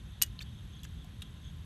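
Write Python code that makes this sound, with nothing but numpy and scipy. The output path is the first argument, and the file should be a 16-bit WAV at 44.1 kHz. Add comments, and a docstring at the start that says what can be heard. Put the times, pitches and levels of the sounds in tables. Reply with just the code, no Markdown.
"""On the grass outdoors at night, shells are handled.
One hard shell clacks against the others in a quick run of impacts, each exciting its damped modes.
Lighter taps and friction scuffs follow as pieces are picked up and set down, and the surroundings
reflect a little of each. Crickets and other insects sing far off in narrow, pulsing bands,
over a low rumble and a steady hiss."""
import sys
import numpy as np
from scipy import signal
from scipy.fft import rfft, irfft
from scipy.io import wavfile
from scipy.ndimage import uniform_filter1d

SR = 44100
rng = np.random.default_rng(int(sys.argv[2]) if len(sys.argv) > 2 else 0)


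def inscribe(sig):
    """Save sig as 16-bit PCM at rate SR to the path in sys.argv[1].

    A 1-D sig is mono; a 2-D sig holds one channel per row.
    Samples are clipped to [-1, 1] before scaling.
    """
    pcm = np.round(np.clip(np.atleast_2d(sig).T, -1, 1) * 32767)
    wavfile.write(sys.argv[1], SR, pcm.astype(np.int16))


N = 72765
TIME = np.arange(N) / SR
BIN_HZ = np.fft.rfftfreq(N, 1 / SR)
CUTOFF_HZ = 14000

# spectrum of shell rubbing on shell: frequency_hz, density_db
FRICTION_SPECTRUM = [(500, -25), (1000, -6), (1600, 1), (2800, 0.5), (4500, 0), (7500, 2), (9800, -9.5),
                     (12500, 0), (14000, -14)]


def from_db(db):
    """Decibels to amplitude ratio."""
    return 10 ** (np.asarray(db) / 20)


def unit_rms(x):
    """Normalisation to unit power."""
    return x / np.sqrt(np.mean(x ** 2) + 1e-20)


def noise(spectrum, tilt_db_per_octave=0):
    """Spectral shaping of white noise, at unit power."""
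    hz, db = np.transpose(spectrum)
    octave = np.log2(np.clip(BIN_HZ, 1, CUTOFF_HZ))
    gain = from_db(np.interp(octave, np.log2(hz), db) + tilt_db_per_octave * octave)
    return unit_rms(irfft(rfft(rng.standard_normal(N)) * gain, N))


def band_noise(centre_hz, width_hz):
    """Noise filtered by one resonance, at unit power."""
    detuning = 2 * (BIN_HZ - centre_hz) / width_hz
    return unit_rms(irfft(rfft(rng.standard_normal(N)) / (1 + detuning ** 2 / 2) ** 2, N))


def decay(start_s, t60_s):
    """Exponential decay after a sudden onset."""
    age = TIME - start_s
    return (age >= 0) * np.exp(-np.log(1000) * np.clip(age / t60_s, 0, 10))


def ring(start_s, pitch_hz, t60_s):
    """Free vibration of one struck mode: a damped sinusoid."""
    return decay(start_s, t60_s) * np.sin(2 * np.pi * pitch_hz * (TIME - start_s))


def swell(start_s, length_s):
    """A half-sine envelope."""
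    return np.sin(np.pi * np.clip((TIME - start_s) / length_s, 0, 1))


def night_air(window_s=0.09):
    """Ambient noise: an amplitude-modulated rumble under a steady drone, hiss and narrow-band hums."""
    # spectra of the three broad noises: frequency_hz, density_db
    rumble_spectrum = [(18, -49), (27, -29), (37, -12), (55, 1.5), (80, -1.5), (110, -7), (140, -12),
                       (200, -26), (400, -63.5)]
    drone_spectrum = [(60, -21), (110, -3.5), (150, -1.5), (220, -8), (300, -15), (450, -26), (900, -47.5)]
    hiss_spectrum = [(200, 2), (500, 0.5), (1000, -0.5), (1800, 1.5), (2250, -3), (3000, 1.5), (4100, -3),
                     (4900, -10.5), (7200, -13.5), (10000, -17), (12000, -23), (14000, -33)]
    # rise and fall of the rumble: time_s, level_db
    rumble_swells = [(0.0, -52.5), (0.022, -45.5), (0.248, -50), (0.274, -40.5), (0.408, -53.5),
                     (0.422, -45.5), (0.734, -46.5), (0.748, -52.5), (0.922, -43), (1.166, -51.5),
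                     (1.194, -43), (1.268, -56), (1.296, -44.5), (1.42, -52.5), (1.46, -44.5),
                     (1.65, -45.5)]
    # faint hums: pitch_hz, width_hz, level_db
    hum_bands = [(161.1, 7.2, -58.5), (206.25, 4.6, -64.5), (1030, 22, -78)]
    contour_db = np.interp(TIME, *np.transpose(rumble_swells))
    rumble_db = contour_db.mean() + 0.99 * (contour_db - contour_db.mean()) + 0.5
    rumble = noise(rumble_spectrum)
    running_power = uniform_filter1d(rumble ** 2, int(window_s * SR))
    rumble *= from_db(rumble_db) / np.sqrt(running_power + 1e-9)
    hums = sum(from_db(db) * band_noise(hz, width_hz) for hz, width_hz, db in hum_bands)
    drone = from_db(-55) * noise(drone_spectrum)
    hiss = from_db(-63) * noise(hiss_spectrum)
    return rumble + drone + hiss + hums


def insects(rate_jitter=0.1624, chirp_hz=6790, fall_hz_per_s=35500, chirp_s=0.022):
    """Modulation in insect song: choirs throb and trills swell in amplitude, chirps fall in frequency."""
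    # far choirs: pitch_hz, width_hz, level_db, pulse_rate_hz, modulation_depth
    choirs = [(3275, 480, -70.5, 30, 0.24), (3690, 340, -71, 42, 0.38), (6330, 980, -79.5, 26, 0.5),
              (8040, 650, -82.5, 55, 0.5), (11200, 780, -78.5, 89, 0.73)]
    # nearer cricket trills: start_s, length_s, pitch_hz, level_db
    trills = [(0.098, 0.094, 3590, -65), (0.437, 0.08, 3230, -61), (0.555, 0.066, 3360, -64.5),
              (0.713, 0.11, 3340, -60), (0.958, 0.11, 3460, -63), (1.238, 0.055, 3280, -61.5),
              (1.419, 0.093, 3330, -59.5)]
    # a cricket's runs of chirps: start_s, length_s, chirp_rate_hz, level_db
    chirp_runs = [(0.017, 0.12, 25, -72), (0.499, 0.17, 27, -70), (0.692, 0.13, 29, -64.5),
                  (0.966, .14, 27, -74), (1.41, .11, 37, -63)]
    out = np.zeros(N)
    for pitch_hz, width_hz, level_db, rate_hz, depth in choirs:
        cycles = np.cumsum(rate_hz * (1 + rate_jitter * band_noise(0, width_hz=9.86))) / SR
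        throb = 1 + depth * np.sin(2 * np.pi * cycles)
        out += from_db(level_db) * band_noise(pitch_hz, width_hz) * throb
    for start_s, length_s, pitch_hz, level_db in trills:
        out += from_db(level_db) * swell(start_s, length_s) * band_noise(pitch_hz, width_hz=470)
    for start_s, length_s, rate_hz, level_db in chirp_runs:
        age = (TIME - start_s) % (1 / rate_hz)
        sweep = np.sin(2 * np.pi * (chirp_hz - fall_hz_per_s * age / 2) * age)
        chirps = np.sin(np.pi * np.minimum(age / chirp_s, 1)) * sweep
        out += from_db(level_db) * np.sqrt(np.abs(swell(start_s, length_s))) * chirps
    return out


def crack(start_s, tilt_db_per_octave):
    """A brief impact excites a broad band: a sharp burst, then a short, dense ring."""
    # spectrum of a hard contact: frequency_hz, density_db
    spectrum = [(400, -38), (900, -25), (1700, -17), (2300, -10), (2900, 0), (4000, 0), (6500, 2.5),
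                (10000, -3.5), (12300, -0.5), (14000, 0)]
    burst = noise(spectrum, tilt_db_per_octave) * decay(start_s, t60_s=0.0059)
    body = noise(spectrum, tilt_db_per_octave=-1) * decay(start_s, t60_s=0.037)
    return burst + from_db(-11.5) * body


def clack(modes_db=-4, spread_db=1, pivot_hz=6000):
    """Impact excitation: as the shell chatters to rest, each contact cracks, snaps and drives its modes."""
    # impacts: start_s, ring_db, crack_db, tilt_db_per_octave, snap_db, snap_hz
    contacts = [(0.217, -28, -27, -4.5, -18, 5200), (.2213, -31, -23.5, 10.5, -10.5, 12200),
                (0.222, -29.5, -15, 1.5, -21, 5580), (0.2237, -30, -17.5, 4, -18.5, 8300),
                (.2263, -51, -31.5, 0.5, -30, 6300), (0.228, -48, -32.5, 2, -28.5, 11800),
                (0.2323, -45, -33, 7, -23.5, 9570), (0.2335, -42.5, -26, -2.5, -19, 8740),
                (0.2364, -49.5, -30.5, -6, -27, 9350)]
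    # the shell's modes: pitch_hz, level_db, t60_s
    shell_modes = [(1177, -24.5, 0.025), (1940, -15.5, 0.031), (2705, -11, .03), (2903, -3.5, 0.046),
                   (3500, -12.5, .04), (3960, -1.5, 0.026), (4670, -5, 0.031), (5898, -3.5, 0.026),
                   (6370, -1, 0.023), (6670, -5, .025), (6990, -2.5, 0.022), (8160, -3.5, 0.023),
                   (8450, -6, 0.024), (9800, -12.5, 0.0266), (11520, -0.5, 0.018), (12080, -2, 0.017),
                   (13320, -6, 0.019)]
    out = np.zeros(N)
    for start_s, _, crack_db, tilt, snap_db, snap_hz in contacts:
        snap = ring(start_s, snap_hz, t60_s=0.0041)  # the rim's pitch depends on where it is hit
        out += from_db(crack_db) * crack(start_s, tilt) + from_db(snap_db) * snap
    for pitch_hz, level_db, t60_s in shell_modes:
        mode = np.zeros(N)
        for start_s, ring_db, _, tilt, _, _ in contacts:
            blow_db = ring_db + level_db + tilt * np.log2(pitch_hz / pivot_hz)
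            blow = from_db(blow_db + spread_db * rng.standard_normal()) * ring(start_s, pitch_hz, t60_s)
            mode += blow if np.dot(mode, blow) >= 0 else -blow  # each blow reinforces the ringing
        out += from_db(modes_db) * mode
    return out


def radiated(x, corner_hz):
    """A small body radiates long wavelengths poorly, so it gives off little bass."""
    return signal.sosfilt(signal.butter(2, corner_hz, "high", fs=SR, output="sos"), x + 1e-18)


def scatter(x, level_db=-23.5):
    """Diffuse scattering from the ground and nearby things adds a short tail."""
    # spectrum of the tail: frequency_hz, density_db
    spectrum = [(500, 1.5), (1500, 14), (3000, -3), (6000, -8), (13000, -10)]
    tail = noise(spectrum) * decay(start_s=0.008, t60_s=0.14)
    return from_db(level_db) * signal.fftconvolve(x, tail / np.sqrt(np.sum(tail ** 2)))[:N]


def echo(x, delay_s=0.041, level_db=-33.5, corner_hz=7000):
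    """A single reflection from a few metres away returns late, faint and dull."""
    delayed = np.pad(x, (int(delay_s * SR), 0))[:N]
    return from_db(level_db) * signal.sosfilt(signal.butter(1, corner_hz, fs=SR, output="sos"), delayed)


def taps(attack_s=0.00051):
    """Light impacts excite two damped modes of each piece, with a rough rattle and a friction scuff."""
    # one piece per tap: start_s, ring_db, pitch_hz, t60_s, scuff_db, scuff_tilt_db_per_octave
    touches = [(0.3909, -31, 4265, 0.012, -59, -4), (.3910, -41, 3084, 0.023, -62, -8),
               (0.405, -47, 2640, 0.027, -53, -2), (0.4079, -44, 2350, 0.023, -51, -15),
               (0.4114, -43, 1750, 0.023, -58, -12), (.4118, -42, 3586, 0.028, -65, -2),
               (.4172, -42, 3610, 0.038, -56, 7), (.4243, -43.5, 4520, 0.031, -51, -6),
               (.7925, -50.5, 4000, .025, -57, -9), (0.8334, -45, 3375, .04, -47, 4),
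               (.8405, -49, 2720, .03, -53, 1), (0.8448, -51, 6500, .015, -52, 1),
               (0.8499, -46.5, 1615, 0.016, -42, -4.5), (.854, -50, 7050, .015, -56, -8),
               (1.045, -54, 726, 0.073, -57, 6), (1.2199, -39, 2820, .028, -50.5, 7),
               (1.2203, -37, 3756, 0.031, -57, 11), (1.2225, -43, 3275, 0.045, -48, -4.5),
               (1.2238, -43, 9260, 0.012, -48.5, -2.5)]
    out = np.zeros(N)
    for start_s, ring_db, pitch_hz, t60_s, scuff_db, tilt in touches:
        lower_mode = from_db(-10) * ring(start_s, 0.88 * pitch_hz, t60_s / 2)
        modes = ring(start_s, pitch_hz, t60_s) - lower_mode
        rattle = from_db(-8.5) * band_noise(pitch_hz, width_hz=0.3 * pitch_hz) * decay(start_s, t60_s)
        scuff = from_db(scuff_db) * noise(FRICTION_SPECTRUM, tilt) * decay(start_s, t60_s=0.019)
        attack = np.clip((TIME - start_s) / attack_s, 0, 1)
        out += from_db(ring_db) * (modes + rattle) * attack + scuff
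    return out


def scrapes(slips_per_s=1200, spread_db=2):
    """Stick-slip friction: rough edges catch and release in a stream of tiny clicks."""
    # a piece drags over its neighbours: start_s, length_s, level_db
    drags = [(0.407, 0.028, -51), (.838, 0.018, -60), (1.222, .018, -63)]
    slips = (rng.random(N) < slips_per_s / SR) * rng.choice([-1, 1], N)
    strength = from_db(spread_db * np.clip(rng.standard_normal(N), -2, 2))
    hz, db = np.transpose(FRICTION_SPECTRUM)
    colour = from_db(np.interp(np.log(BIN_HZ + 1), np.log(hz), db))
    envelope = sum(from_db(level_db) * swell(start_s, length_s) for start_s, length_s, level_db in drags)
    return unit_rms(irfft(rfft(slips * strength) * colour, N)) * envelope


def scene():
    """Superposition of the nearby shells, their reflections and the night behind them."""
    shells = radiated(clack(), corner_hz=1160) + radiated(taps() + scrapes(), corner_hz=650)
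    return (shells + scatter(shells) + echo(shells) + insects() + night_air())[None]


def record(dry):
    """Band limiting: a steep low-pass filter removes the highest treble."""
    return signal.sosfilt(signal.ellip(10, .3, 70, CUTOFF_HZ, fs=SR, output="sos"), dry)


dry = scene()
out = record(dry)
inscribe(out)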